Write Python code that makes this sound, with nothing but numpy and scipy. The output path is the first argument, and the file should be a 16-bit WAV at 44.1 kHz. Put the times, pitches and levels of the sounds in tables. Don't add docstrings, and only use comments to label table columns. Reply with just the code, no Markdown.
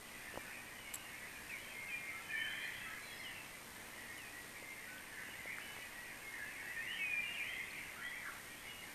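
import sys
import numpy as np
from scipy import signal
from scipy.fft import rfft, irfft
from scipy.io import wavfile
from scipy.ndimage import uniform_filter1d

SR = 44100
rng = np.random.default_rng(int(sys.argv[2]) if len(sys.argv) > 2 else 0)


def wav_record(signal):
    frames = np.transpose(np.atleast_2d(signal))
    bounded = np.clip(frames, -1, 1)
    quanta = np.round(bounded * 32767).astype(np.int16)
    wavfile.write(sys.argv[1], SR, quanta)


N = 394254

# [t/s, level/dB]
CROWD_LEVEL = [(0.0, -55), (1.57, -55), (1.94, -55), (2.34, -55), (2.46, -50), (3.56, -58), (5.57, -54.5),
               (6.03, -55.5), (7.24, -51.5), (7.57, -52), (8.94, -57)]
# [f/Hz, level/dB]
CROWD_PITCH = [(1300, -25.5), (1500, -8), (1750, -1.5), (2000, 3), (2500, -3.5), (3000, -10.5), (3500, -21)]
# [f/Hz, level/dB per Hz]
TOWN_SPECTRUM = [(20, 3), (100, -1.5), (290, -1.5), (420, -5.5), (1100, -2), (1600, -9), (3000, -10),
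                 (5000, -41)]
# [f/Hz, level/dB]
LOW_HUMS = [(99, -76.5), (128, -76), (190, -78), (232, -76), (293, -76)]
# [f/Hz, level/dB per Hz]
HISS_SPECTRUM = [(40, -0.5), (300, 7.5), (1000, 5.5), (2000, 2.5), (3600, 2), (5000, 0), (8000, -0.5),
                 (11000, -1), (14000, -1)]
# [start t/s, length t/s, start f/Hz, end f/Hz, level/dB, scattered-to-direct sound ratio]
CLEAR_NOTES = [(.22, 0.15, 1820, 1780, -55, 1.3), (.449, 0.062, 1510, 1480, -56, 0.91),
               (0.468, 0.14, 2550, 2490, -57.5, 1.4), (.5, 0.11, 2080, 2450, -54, 1.2),
               (.688, 0.18, 2070, 2040, -59, .45), (.778, 0.17, 2970, 2870, -60, 1.24),
               (.843, 0.09, 2240, 2190, -54.5, 0.84), (0.956, 0.12, 2860, 2810, -58.5, 1.1),
               (1.14, 0.16, 2410, 2160, -58, .8), (1.491, 0.093, 2724, 2096, -50, 0.68),
               (1.55, 0.1, 2780, 3100, -61, .8), (1.622, 0.17, 3120, 3230, -60, 1.2),
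               (1.743, 0.17, 2140, 2120, -47, 0.38), (1.876, .05, 2695, 2450, -47.5, .45),
               (1.91, 0.077, 2430, 2398, -42, 0.19), (1.894, .062, 3130, 3100, -58, .6),
               (1.98, 0.23, 2150, 2100, -50, 0.41), (2.038, 0.11, 2240, 2270, -53, 0.99),
               (2.097, .134, 1310, 1358, -56.5, 0.61), (2.23, 0.15, 3030, 3000, -60, .86),
               (2.286, 0.14, 1750, 1810, -41.5, 0.65), (2.297, 0.14, 2450, 2260, -46, .8),
               (2.409, 0.12, 1780, 1740, -47, 0.91), (2.599, .1, 1950, 1930, -55, .8),
               (2.359, 0.13, 3020, 3104, -50, 0.41), (2.475, .07, 4070, 4050, -62, .8),
               (2.496, 0.19, 3330, 3330, -59.5, 0.53), (2.49, 0.17, 3110, 3130, -53.5, 0.39),
               (2.603, 0.093, 4110, 4140, -65, 0.77), (2.654, 0.14, 3100, 3100, -61, 0.99),
               (2.722, 0.15, 3300, 3350, -62, 1.2), (2.8, 0.085, 2640, 2600, -53, .6),
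               (2.847, 0.07, 1334, 1290, -56, .25), (2.877, 0.1, 3100, 3020, -67, 0.73),
               (3.008, 0.16, 4140, 3990, -62.5, 1), (3.048, 0.12, 3410, 3280, -58.5, .6),
               (3.122, 0.13, 5110, 5150, -65.5, 0.96), (3.175, .06, 4260, 4230, -66, .7),
               (3.173, 0.095, 2160, 2050, -50, 1.1), (3.23, 0.074, 3320, 2790, -52, .45),
               (3.276, .2, 2790, 2640, -57.5, 0.7), (3.961, 0.19, 1950, 1900, -52, 1.1),
               (4.066, 0.14, 2170, 2190, -57.5, 0.5), (4.172, 0.12, 3120, 2360, -57, .42),
               (4.327, 0.1, 1950, 1930, -51.5, 0.52), (4.6, 0.2, 2088, 2110, -53.5, 0.72),
               (4.71, 0.068, 2660, 2670, -68, .6), (4.869, 0.073, 2310, 2330, -59, .3),
               (4.87, .155, 1483, 1530, -55, .4), (5.138, 0.11, 2100, 1990, -52, 1.0),
               (5.163, .065, 1530, 1530, -59, 0.9), (5.29, 0.068, 3110, 2820, -58, 0.45),
               (5.33, 0.16, 2006, 2020, -57, 0.77), (5.39, .07, 2370, 2360, -61, 0.53),
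               (5.588, .053, 2400, 2950, -58.5, 0.65), (5.613, 0.14, 2960, 2990, -58.5, 0.57),
               (5.755, 0.1, 2880, 2960, -61, 0.58), (5.799, 0.077, 1965, 1950, -52.5, 0.5),
               (5.932, 0.135, 1887, 1950, -52.5, .25), (5.9, 0.08, 3080, 3200, -69, 0.74),
               (6.067, .13, 1920, 1720, -57, 0.79), (6.231, 0.16, 2156, 2120, -52, .4),
               (6.32, 0.092, 1720, 1900, -53, .9), (6.447, 0.098, 2700, 2550, -59, 0.53),
               (6.55, 0.077, 2134, 2135, -50, 0.7), (6.618, .12, 2680, 2600, -60, 0.55),
               (6.67, 0.078, 1967, 1945, -46.5, .8), (6.73, 0.088, 1950, 1803, -43, 0.64),
               (6.746, 0.14, 2340, 2750, -53, 0.52), (6.816, .15, 2172, 1800, -47.5, 1),
               (6.869, 0.094, 2730, 3190, -48, 0.59), (6.96, .07, 3180, 3130, -59, 1.0),
               (6.984, 0.08, 2273, 2220, -43, .41), (6.985, 0.16, 2690, 2430, -41.5, .42),
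               (7.098, 0.19, 1785, 2150, -51, 0.8), (7.128, 0.12, 2430, 2368, -40, 0.29),
               (7.225, 0.12, 2840, 2790, -48, 0.86), (7.335, 0.047, 3490, 2690, -48.5, .5),
               (7.368, .08, 2720, 2280, -44.5, .9), (7.43, 0.095, 2810, 3250, -52.5, .58),
               (7.524, 0.071, 3320, 3240, -58, .7), (7.633, 0.054, 3327, 3830, -65, .7),
               (7.725, 0.11, 2390, 2310, -53, .7), (7.96, .089, 1205, 1800, -52.5, 1.3),
               (7.998, 0.098, 2920, 3470, -60, .6), (8.012, 0.082, 1900, 2000, -49, 0.98),
               (8.662, 0.078, 2940, 2880, -53, .5)]
# [t/s, peak level/dB, f/Hz, length/cycles]
TAPS_AND_CHIPS = [(0.342, -41, 470, 1.7), (0.358, -33, 910, 0.84), (0.3754, -28, 584, 0.94),
                  (0.379, -40, 500, 2.3), (4.627, -45, 520, 3.2), (4.983, -45, 3200, 8.7),
                  (5.290, -42.5, 535, 1.2), (5.458, -39.5, 550, 1.9), (5.5854, -30, 1750, 2.4),
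                  (5.766, -37, 910, 1.1), (5.789, -42, 600, 1.2), (7.711, -49, 4300, 25.0)]
# [t/s, peak level/dB, share of the highest mode 0-1]
CRACKLE_BURSTS = [(0.416, -46, .5), (0.9388, -33, 0.8), (0.940, -36, 0.6), (0.9418, -30.5, 0.6),
                  (0.9434, -33, .2), (0.945, -31, 0.45), (0.946, -41, .2), (0.9482, -38, 0.5),
                  (0.952, -39, 0.2), (0.956, -30.5, 0.5), (0.9582, -35, 0.3), (4.180, -42, 0.5)]
# [f/Hz, bandwidth/Hz, relative level/dB]
PLASTIC_MODES = [(2500, 6200, 1), (7800, 430, 14.5), (10600, 1400, 12.5)]
# [start t/s, length t/s, start f/Hz, end f/Hz, pitch spread/Hz, level/dB]
BLURRED_WARBLES = [(1.49, .12, 2360, 2065, 99, -53.5), (1.67, .12, 2560, 2120, 99, -55.5),
                   (2.28, .2, 2327, 2200, 99.4, -56.5), (2.39, 0.16, 1680, 1620, 69.6, -54.5),
                   (2.5, 0.22, 2195, 2272, 129.6, -50.5), (2.56, 0.19, 1853, 1902, 70, -52),
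                   (2.78, .24, 1966, 1760, 120.6, -54.5), (5.11, 0.22, 1690, 1923, 89.4, -53.5),
                   (5.44, .13, 2080, 2295, 101, -49.5), (6.01, 0.18, 2365, 2380, 60, -57.5),
                   (6.31, .2, 1720, 1946, 131.3, -48), (6.56, .18, 1813, 1795, 70, -51),
                   (6.9, .22, 2005, 1925, 101, -53.5), (7.35, 0.14, 2337, 1964, 150.5, -51),
                   (7.401, 0.17, 2580, 2290, 200, -49), (7.5, 0.16, 2215, 1800, 180, -47.5),
                   (3.24, 0.11, 2016, 1760, 81, -53), (7.73, .26, 2123, 2050, 69, -56),
                   (8.1, .12, 2100, 2310, 90, -49.5), (8.2, 0.073, 2120, 1708, 119, -51),
                   (8.232, 0.082, 1683, 1250, 148.4, -46), (7.682, .2, 2944, 2940, 150, -62),
                   (8.451, 0.36, 2910, 3080, 251, -64)]

TREES_T60_S, TREES_DB = 0.78, -3.5
RUSTLE_PER_S, RUSTLE = 120, 1
TOWN_DB, HISS_DB, WHINE_DB = -60.5, -55.5, -67.5
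FRAME_HZ, ROWS, FRAME_START = 66.06, 131, .646
CARRY, SAG_DB = 0.21, -4.5
LOUDEST_AT = .45
FALL_DONE, RISE_DONE = .7, .45
SYLLABLE_S, WARBLE_SCATTER = .06, 1.28
TOP_HZ = 14000


def undb(db):
    return 10 ** (np.asarray(db) / 20)


def level(x, db):
    return x * undb(db) / np.sqrt(np.mean(x ** 2))


def gain_at(hz, spectrum):
    at, db = np.transpose(spectrum)
    return undb(np.interp(np.log(hz + 1e-9), np.log(at), db))


def coloured(spectrum):
    white = rfft(rng.standard_normal(N))
    return irfft(white * gain_at(np.fft.rfftfreq(N, 1 / SR), spectrum), N)


def walk(rate):
    hold = int(SR / rate)
    steps = np.repeat(rng.standard_normal(N // hold + 1), hold)
    return 1.282 * uniform_filter1d(uniform_filter1d(steps, hold), hold)[:N]


def add(out, s, sound):
    i = max(int(s * SR), 0)
    out[i:i + len(sound)] += sound[:max(N - i, 0)]


def whistles(notes, edge_db, waver):
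    out, wobble = np.zeros(N), walk(70)
    slow = walk(40) + 1j * walk(40)
    quick = walk(330) + 1j * walk(330)
    places = (rng.random(len(notes)) * (N - SR)).astype(int)
    for (start, rise, fall, *hz, db, scatter), at in zip(notes, places):
        t = np.arange(0, rise + fall, 1 / SR)
        knots = [0, rise, rise + fall]
        chance = slice(at, at + len(t))
        pitch = np.interp(t, knots, hz) * (1 + waver * scatter * wobble[chance])
        phase = 2 * np.pi * np.cumsum(pitch) / SR
        swell = undb(db + np.interp(t, knots, [edge_db, 0, edge_db]))
        ramp = np.clip(np.minimum(t, rise + fall - t) / 0.0084, 0, 1)
        sway, shiver = 0.55 * scatter, 0.74 * scatter ** 2
        paths = 1 + sway * slow[chance] + shiver * quick[chance]
        paths /= np.sqrt(1 + 2 * sway ** 2 + 2 * shiver ** 2)
        add(out, start, np.sqrt(2) * swell * ramp * (paths * np.exp(1j * phase)).imag)
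    return out


def trees(x, t60_s):
    t = np.arange(int(1.2 * SR)) / SR
    onset = np.clip(t / 0.014, 0, 1)
    tail = rng.standard_normal(len(t)) * np.exp(-np.log(1000) * t / t60_s) * onset
    return signal.fftconvolve(x, tail / np.sqrt(np.sum(tail ** 2)))[:N]


def crowd(count=3000):
    when, length, pick, bend, slope, size = rng.random((count, 6)).T
    when = (np.arange(count) + when) / count * N / SR
    hz = 1300 * (3500 / 1300) ** pick
    glide = 1 + 0.0574 * (slope - .5) + 0.81 * (slope - .5) ** 3
    length = 0.02913 + .08 * length
    rise = length * (0.202 + 0.608 * bend)
    note_db = 20 * np.log10(gain_at(hz, CROWD_PITCH)) + 13 * size ** 2
    scatter = np.full(count, 1.2)
    notes = np.transpose([when, rise, length - rise, hz / glide, hz, hz * glide, note_db, scatter])
    sung = whistles(notes, edge_db=-4.5, waver=0.00788)
    s, db = np.transpose(CROWD_LEVEL)
    envelope = undb(np.interp(np.arange(N) / SR, s, db))
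    return level(1.28 * sung + trees(sung, t60_s=1.0), 0) * envelope


def town():
    return level(coloured(TOWN_SPECTRUM), TOWN_DB) * undb(0.61 * walk(1.84))


def low_hums():
    hums = np.zeros(N)
    for hz, db in LOW_HUMS:
        loudness = undb(db + 1.6 * walk(3.5))
        cycles = hz * np.cumsum(1 + 0.01227 * walk(4)) / SR
        hums += loudness * np.sin(2 * np.pi * cycles)
    return np.sqrt(2) * hums


def camera():
    frames = np.arange(N) * FRAME_HZ / SR - FRAME_START
    delay = np.exp(-2j * np.pi * np.fft.rfftfreq(N, 1 / SR) / FRAME_HZ)
    hiss = irfft(rfft(coloured(HISS_SPECTRUM)) / (1 + CARRY * delay), N)
    hiss *= undb(SAG_DB * (frames % 1) + 0.5 * walk(6))
    flip = np.clip(np.sin(np.pi * (frames + 0.072)) / 0.27, -1, 1)
    whine = flip * np.sin(2 * np.pi * ROWS * frames)
    return level(hiss, HISS_DB) + level(whine, WHINE_DB)


def near_birds():
    start, length, first, last, db, scatter = np.transpose(CLEAR_NOTES)
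    middle = first + np.where(last < first, FALL_DONE, RISE_DONE) * (last - first)
    rise = LOUDEST_AT * length
    notes = np.transpose([start, rise, length - rise, first, middle, last, db, scatter])
    return whistles(notes, edge_db=-5.0, waver=0.0074)


def taps_and_chips():
    out = np.zeros(N)
    for s, db, hz, cycles in TAPS_AND_CHIPS:
        u = np.arange(-2 * cycles / hz, 2 * cycles / hz, 1 / SR)
        envelope = np.exp(-(2.8 * u * hz / cycles) ** 2)
        add(out, s + u[0], -undb(db) * np.cos(2 * np.pi * hz * u - .5) * envelope)
    return out


def crackle():
    t = np.arange(256) / SR
    out = np.zeros(N)
    for s, db, high in CRACKLE_BURSTS:
        burst = rng.standard_normal(len(t)) * np.exp(-t / .0007)
        ring = np.zeros(len(t))
        for (hz, width, mode_db), share in zip(PLASTIC_MODES, (.5, 1 - high, high)):
            resonator = signal.iirpeak(hz, hz / width, SR)
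            ring += share * undb(mode_db) * signal.lfilter(*resonator, burst)
        add(out, s, undb(db) * ring / np.abs(ring).max())
    return out


def warbles(count=8):
    rows = []
    for start, length, first, last, spread_hz, db in BLURRED_WARBLES:
        half = min(SYLLABLE_S, length) / 2
        syllable_db = db + 10 * np.log10(length / (2 * half * count))
        for k, (late, off) in enumerate(rng.random((count, 2))):
            at = (k + late) / count * (length - 2 * half)
            glide = first + (last - first) * (at + np.arange(3) * half) / length
            hz = glide + spread_hz * (2 * off - 1) * np.sqrt(3)
            rows.append((start + at, half, half, *hz, syllable_db, WARBLE_SCATTER))
    return whistles(rows, edge_db=-4.5, waver=0.0075)


def scene():
    near = near_birds() + warbles()
    rustled = near * (1 + RUSTLE * walk(RUSTLE_PER_S)) / np.sqrt(1 + RUSTLE ** 2)
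    birds = near + undb(TREES_DB) * trees(rustled, TREES_T60_S) + crowd()
    return (birds + town() + low_hums() + taps_and_chips() + crackle() + camera())[None]


def record(dry):
    low_pass = signal.ellip(12, .2, 75, TOP_HZ, fs=SR, output="sos")
    return signal.sosfilt(low_pass, dry)


dry = scene()
out = record(dry)
wav_record(out)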